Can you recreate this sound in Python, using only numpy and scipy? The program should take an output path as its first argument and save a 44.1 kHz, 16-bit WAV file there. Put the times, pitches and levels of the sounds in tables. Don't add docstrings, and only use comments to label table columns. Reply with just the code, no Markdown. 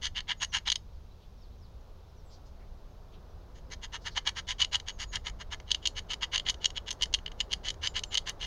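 import sys
import numpy as np
from scipy import signal
from scipy.fft import rfft, irfft, next_fast_len
from scipy.io import wavfile
from scipy.ndimage import uniform_filter1d, map_coordinates

SR = 44100
rng = np.random.default_rng(int(sys.argv[2]) if len(sys.argv) > 2 else 0)


def put_to_file(sound):
    columns = np.atleast_2d(sound).T
    safe = np.clip(columns, -1, 1)
    whole_steps = np.round(safe * 32767)
    wavfile.write(sys.argv[1], SR, whole_steps.astype(np.int16))


N = 373082

# (time [s], rumble [dB], rush [dB])
OUTDOOR_LEVELS = [(0, -46, -63.5), (1.2, -48, -66), (1.8, -48.5, -63), (2.8, -47, -61), (5.4, -46, -59.5),
                  (6.05, -46, -56), (8.46, -45, -56)]
# (frequency [Hz], relative density [dB])
RUMBLE_SPECTRUM = [(8.8, -23), (15, -0.5), (52, -2.5), (97, -9), (113, -18), (145, -17.5), (198, -21.5),
                   (265, -29.5), (300, -40.5), (390, -51), (660, -120)]
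RUSH_SPECTRUM = [(120, -11), (280, -4), (400, 1), (600, -1), (1000, -5.5), (1400, -10.5), (2000, -21),
                 (4000, -43.5)]
HISS_SPECTRUM = [(500, 8.5), (1500, -7), (2500, -1.5), (3800, 1), (5000, -1.5), (6500, -5.5), (8000, -17.5),
                 (10000, -17), (12000, -13.5), (15500, -15)]
# (start [s], length [s], start pitch [Hz], fall [Hz/s], relative level [dB])
WHISTLES = [(0.368, 0.052, 6800, 8400, -61.5), (0.47, 0.079, 6700, 21100, -61),
            (1.105, .027, 3950, 2000, -70), (1.402, .066, 6000, 39800, -67), (1.6, 0.082, 6100, 34650, -68),
            (2.157, .057, 6300, 19000, -71), (2.24, .075, 8100, 12500, -76),
            (4.89, 0.091, 7200, 12000, -65), (5.066, 0.083, 6940, 7200, -57.5),
            (7.86, 0.059, 7600, 14000, -57), (8.038, .12, 7540, 8000, -63.5)]
# (start [s], length [s], centre [Hz], relative level [dB])
RUSTLES = [(1.19, 0.079, 3300, -68), (2.293, 0.084, 4760, -61), (2.449, .043, 5030, -67),
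           (2.592, 0.054, 1920, -65.5), (3.115, 0.056, 3170, -63), (4.003, .068, 4800, -62),
           (4.092, 0.065, 4480, -58.5)]
# (delay [s], gain [dB])
ECHOES = [(.004, -27.5), (.0087, -20.5), (0.01, -28.5)]
# (frequency [Hz], T60 [s])
TAIL_T60 = [(500, 0.21), (3000, .11), (7000, 0.15), (10000, 0.092), (14000, 0.064)]
# (frequency [Hz], relative gain [dB])
TAIL_COLOUR = [(1000, 1.5), (2400, 2), (3000, -3.5), (3700, 1.5), (5400, 2), (6500, -1.5), (10000, 12)]
# (centre [Hz], half width [Hz], relative level [dB])
RESONANCES = [(803, 117, -26), (979, 71.6, -15), (1284, 160, -20.5), (1691, 133, -16.5), (1793, 180, -15),
              (2033, 50, -11.5), (2224, 162, -13), (2674, 100, -18.5), (2917, 77, -1.5), (2959, 89, -2.5),
              (3175, 234, -3), (3764, 300, -10.5), (4250, 110, -13.5), (4395, 257, -11), (4840, 59, -9.5),
              (5194, 158, -14), (5860, 195, -13.5), (6473, 168, -9), (6400, 85, -27.5), (7110, 106, -18),
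              (7820, 554, -35.5), (8680, 250, -35), (8960, 140, -37), (9600, 280, -40), (10020, 220, -38),
              (10470, 220, -40.5), (10860, 220, -44.5), (11700, 2400, -53)]
# (time [s], depth [dB], scrape brightness [dB])
GRIP_TONE = [(.05, 3, 1), (.17, 2, -4.5), (.3, 5.5, -4), (.42, 5.5, 1.5), (.62, 6, 0.5), (.76, 0.5, -2),
             (3.55, 9, 3.5), (4.28, 8.5, 0), (4.7, 2, 0.5), (4.89, 3.5, -0.5), (5.03, 7.5, 3.5),
             (5.5, 11, 1), (5.72, 1.5, -4), (5.9, -0.5, -1.5), (6.15, 5.5, -1), (6.37, 3.5, -2.5),
             (6.8, 3, -1.5), (8.12, 2, -0.5), (8.3, 5.5, 0.5), (8.42, 2.5, -1)]
# (frequency [Hz], weight [dB/dB])
DEPTH_SHELF = [(500, 1.26), (1000, 1.1), (1900, 1.0952), (2900, 0)]
BRIGHT_SHELF = [(3300, 0), (5500, 1), (9000, 1.38), (13000, 1.9)]
# (start [s], length [s], relative level [dB])
STROKES = [(0.011, 0.075, -35), (0.146, 0.054, -31), (.271, 0.065, -31.5), (0.4, 0.049, -28),
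           (0.519, .066, -29.5), (0.652, 0.05, -30), (3.535, 0.07, -65), (3.697, .056, -45),
           (3.813, 0.053, -43), (3.917, 0.06, -40.5), (4.042, 0.056, -37.5), (4.149, 0.047, -31),
           (4.248, 0.054, -31.5), (4.349, 0.062, -37), (4.467, 0.068, -33.5), (4.582, 0.063, -29.5),
           (4.713, 0.058, -29.5), (4.859, 0.057, -39), (4.98, 0.071, -39.5), (5.115, 0.064, -40),
           (5.239, 0.06, -43.5), (5.387, 0.047, -44.5), (5.504, 0.048, -38.5), (5.661, 0.091, -50),
           (5.808, 0.063, -52), (5.948, 0.056, -37.5), (6.086, 0.052, -34.5), (6.207, .047, -29),
           (6.314, .064, -30), (6.449, .063, -34), (6.599, .058, -47.5), (6.747, 0.035, -37),
           (6.859, 0.047, -37.5), (6.989, .05, -47), (7.375, 0.06, -52.5), (7.492, .045, -45),
           (7.63, 0.071, -38.5), (7.812, 0.069, -34), (7.938, 0.058, -32.5), (8.104, 0.062, -37.5),
           (8.253, 0.061, -36.5), (8.393, 0.072, -38)]
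# (time [s], relative level [dB], brightness [dB], breaks [count])
SNAPS = [(0.054, -24, -1, 1), (0.191, -31, -10.5, 1), (.2044, -33, -3.5, 1), (.317, -27, -26, 1),
         (.446, -35.5, 7.5, 1), (0.556, -36, -4, 1), (0.584, -37, 2, 1), (0.678, -23, -5, 1),
         (0.7, -22, 1, 1), (.718, -20, -0.5, 2), (.7566, -26, 3.5, 1), (4.273, -22, 0.5, 1),
         (4.291, -35, 7, 1), (4.616, -18.5, -2.5, 2), (4.6461, -23, -2, 1), (4.745, -22, -10, 1),
         (4.755, -21.5, 2, 1), (4.799, -38.5, 2.5, 1), (4.884, -29, -0.5, 1), (5.156, -28.5, 6, 1),
         (5.168, -33.5, -8, 1), (5.268, -28.5, -5.5, 1), (5.297, -47, 7, 1), (5.544, -48, 9, 1),
         (5.6, -47, 1.5, 1), (5.706, -30, -2, 1), (5.7153, -18, 1.5, 1), (5.746, -22.5, -2.5, 1),
         (5.855, -21.5, -2.5, 2), (5.872, -20, 3, 1), (5.991, -36.5, 5, 1), (6.133, -31, 3.5, 2),
         (6.345, -25.5, -1, 1), (6.358, -21, -0.5, 1), (6.378, -25, 1.5, 1), (6.397, -30.5, -1, 1),
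         (6.4642, -32, -8, 1), (6.486, -21.5, -4, 1), (6.496, -25, 4.5, 2), (6.542, -43.5, 2.5, 1),
         (6.644, -24, 1.5, 1), (6.656, -18, 2, 1), (6.703, -40.5, 3.5, 1), (6.7723, -28, -6, 2),
         (6.9061, -28.5, 5.5, 2), (6.927, -45, 11.5, 1), (7.011, -34, -5, 1), (7.022, -21.5, 3, 1),
         (7.0302, -22.5, 1, 2), (7.056, -42.5, 4.5, 1), (7.128, -44, 4, 1), (7.1392, -18, 0, 2),
         (7.187, -45.5, -3, 1), (7.2612, -31, -5.5, 1), (7.278, -38.5, -6, 1), (7.317, -42, -2, 1),
         (7.403, -22.5, -0.5, 2), (7.518, -33.5, 0, 1), (7.5286, -28, 5, 1), (7.534, -21, -2, 1),
         (7.684, -28.5, 0.5, 2), (7.703, -28, 3, 1), (7.741, -58, 11, 1), (7.872, -23, 0, 1),
         (7.9916, -32, 4.5, 1), (8.036, -31, 4.5, 1), (8.1433, -31.5, 7, 1), (8.152, -23.5, -.5, 1),
         (8.173, -19, 0, 2), (8.294, -37.5, 14, 1)]


def amp(db):
    return 10 ** (np.asarray(db) / 20)


def unit_rms(x):
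    return x / np.sqrt(np.mean(x ** 2) + 1e-20)


def curve_at(points, hz):
    point_hz, values = np.transpose(points)
    return np.interp(np.log(hz + 1), np.log(point_hz + 1), values)


def wobble(rate_hz):
    knots = rng.standard_normal(int(N * rate_hz / SR) + 4)
    return map_coordinates(knots, [np.arange(N) * rate_hz / SR])


def filtered(x, response):
    size = next_fast_len(len(x) + 8192)
    return irfft(rfft(x, size) * response(np.fft.rfftfreq(size, 1 / SR)), size)[:len(x)]


def noise(spectrum, size):
    return unit_rms(filtered(rng.standard_normal(size), lambda hz: amp(curve_at(spectrum, hz))))


def add(track, start_s, sound):
    part = track[max(round(start_s * SR), 0):][:len(sound)]
    part += sound[:len(part)]


def outdoors(hiss_db=-68):
    times_s, *levels_db = np.transpose(OUTDOOR_LEVELS)
    rumble_db, rush_db = [np.interp(np.arange(N) / SR, times_s, db) for db in levels_db]
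    rumble = amp(rumble_db + 0.87 * wobble(rate_hz=6)) * noise(RUMBLE_SPECTRUM, N)
    rush = amp(rush_db + 0.45 * wobble(rate_hz=4.9)) * noise(RUSH_SPECTRUM, N)
    return rumble + rush + amp(hiss_db) * noise(HISS_SPECTRUM, N)


def whistle(length_s, first_hz, last_hz, waver=0.011):
    size = int(length_s * SR)
    tremble = unit_rms(uniform_filter1d(rng.standard_normal(size), size=150))
    hz = np.linspace(first_hz, last_hz, size) * (1 + waver * tremble)
    return np.hanning(size) ** .5 * np.sqrt(2) * np.sin(2 * np.pi * np.cumsum(hz) / SR)


def birds(chirps=60, chirp_db=-76):
    out = np.zeros(N)
    for start_s, length_s, first_hz, fall_hz_per_s, db in WHISTLES:
        add(out, start_s, amp(db) * whistle(length_s, first_hz, first_hz - fall_hz_per_s * length_s))
    for when, length, octaves, bend in rng.random((chirps, 4)):
        first_hz = 3600 * 2 ** octaves
        chirp = whistle(0.015 + 0.043 * length, first_hz, first_hz * (0.72 + .25 * bend))
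        add(out, when * N / SR, amp(chirp_db) * chirp)
    for start_s, length_s, hz, db in RUSTLES:
        size = int(length_s * SR)
        band = [(hz / 2, -25), (hz, 0), (hz * 1.31, -8), (hz * 2, -35)]
        add(out, start_s, amp(db) * np.hanning(size) ** .5 * noise(band, size))
    return out


def enclosure_tail(x, predelay_s=.003):
    out, block = np.zeros(N), SR // 4
    for i in range(0, N, block):
        hz, t, spectra = signal.stft(rng.standard_normal(block), SR, nperseg=128)
        decay = amp(-60 * t / curve_at(TAIL_T60, hz)[:, None])
        _, tail = signal.istft(spectra * decay, SR, nperseg=128)
        add(out, i / SR + predelay_s, signal.fftconvolve(x[i:i + block], tail / np.linalg.norm(tail)))
    return out


def early_echoes(x):
    return filtered(x, lambda hz: 1 + sum(amp(db) * np.exp(-2j * np.pi * hz * s) for s, db in ECHOES))


def near_bounces(x, delay_s=.0016, feedback=0.41):
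    lag = lambda hz: np.exp(-2j * np.pi * hz * delay_s)
    return filtered(x, lambda hz: (lag(hz) - feedback) / (1 - feedback * lag(hz)))


def hollow_ring(force, fft_size=2048, detune=0.011):
    out, block = np.zeros(N), SR // 8
    hz = np.fft.rfftfreq(fft_size, 1 / SR)
    causal_fold = 1 + np.sign(fft_size / 2 - np.arange(fft_size))
    for i in range(0, N, block):
        tunings = 1 + detune * rng.standard_normal(len(RESONANCES))
        power = sum(amp(db) ** 2 / (1 + ((hz - tuning * centre_hz) / width_hz) ** 2) ** 2
                    for tuning, (centre_hz, width_hz, db) in zip(tunings, RESONANCES))
        cepstrum = irfft(np.log(power) / 2) * causal_fold
        ring = irfft(np.exp(rfft(cepstrum)))
        add(out, i / SR, signal.fftconvolve(force[i:i + block], ring / np.linalg.norm(ring)))
    return out


def grip(time_s):
    times_s, *tones_db = np.transpose(GRIP_TONE)
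    return [np.interp(time_s, times_s, db) for db in tones_db]


def add_bite(track, start_s, force, depth_db, bright_db, spot_spread_db=1.5):
    grid_hz = np.arange(0, SR, 400)
    spot_db = spot_spread_db * rng.standard_normal(len(grid_hz))

    def colour(hz):
        shelves_db = depth_db * curve_at(DEPTH_SHELF, hz) + bright_db * curve_at(BRIGHT_SHELF, hz)
        return amp(shelves_db + np.interp(hz, grid_hz, spot_db))

    pad_s = .001
    add(track, start_s - pad_s, filtered(np.pad(force, int(pad_s * SR)), colour))


def slips(size, rate_hz, scatter_db):
    count = int(size * rate_hz / SR) + 1
    positions = ((np.arange(count) + rng.random(count)) * size / count).astype(int)
    strengths = amp(scatter_db * np.clip(rng.standard_normal(count), -2, 2))
    signs = rng.choice([-1, 1], count)
    return unit_rms(np.bincount(positions, strengths * signs, size))


def scraping(rise_s=.021, release_s=.017, edge_db=-22, build_db=1, catch_db=1.5, mid_stroke_db=-37.5):
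    force = np.zeros(N)
    for start_s, length_s, db in STROKES:
        t = np.arange(int(length_s * SR)) / SR
        slack = np.maximum(1 - np.minimum(t / rise_s, (length_s - t) / release_s), 0)
        pressure = amp(db + edge_db * slack + build_db * (t / length_s - .5))
        depth_db, bright_db = grip(start_s + length_s / 2)
        bright_db -= .1 * (db - mid_stroke_db)
        rasp = slips(len(t), rate_hz=1300, scatter_db=5)
        catches = amp(catch_db) * slips(len(t), rate_hz=220, scatter_db=1.5)
        add_bite(force, start_s, pressure * unit_rms(rasp + catches), depth_db, bright_db)
    return force


def snapping(crack_db=20.5, splinter_db=-6.5, splinter_decay_s=.0021,
             mean_gap_s=.005, step_loss_db=1.6, mid_snap_db=-30.5):
    force, t = np.zeros(N), np.arange(SR // 100) / SR
    release = t == 0
    for start_s, db, bright_db, breaks in SNAPS:
        depth_db = grip(start_s)[0] - 4.5 - 0.45 * (db - mid_snap_db)
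        gap_s = mean_gap_s * (1 + 0.0992 * rng.standard_normal())
        for k in range(round(breaks)):
            trail = slips(len(t), rate_hz=2500, scatter_db=3.5) * np.exp(-t / splinter_decay_s) * (t > 0)
            splinters = amp(splinter_db) * trail / np.linalg.norm(trail)
            crack = amp(db + crack_db - k * step_loss_db) * (release + splinters)
            add_bite(force, start_s + k * gap_s, crack, depth_db, bright_db)
    return force


def scene():
    gnawing = hollow_ring(scraping() + snapping())
    gnawing = early_echoes(near_bounces(gnawing))
    tail = filtered(enclosure_tail(gnawing), lambda hz: amp(curve_at(TAIL_COLOUR, hz) - 22))
    calls = birds()
    far_birds = amp(-1.5) * calls + amp(-7.5) * enclosure_tail(calls)
    return (outdoors() + far_birds + tail + gnawing)[None]


def record(dry):
    cutoff_hz = 15870
    return filtered(dry[0], lambda hz: hz < cutoff_hz)[None]


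dry = scene()
out = record(dry)
put_to_file(out)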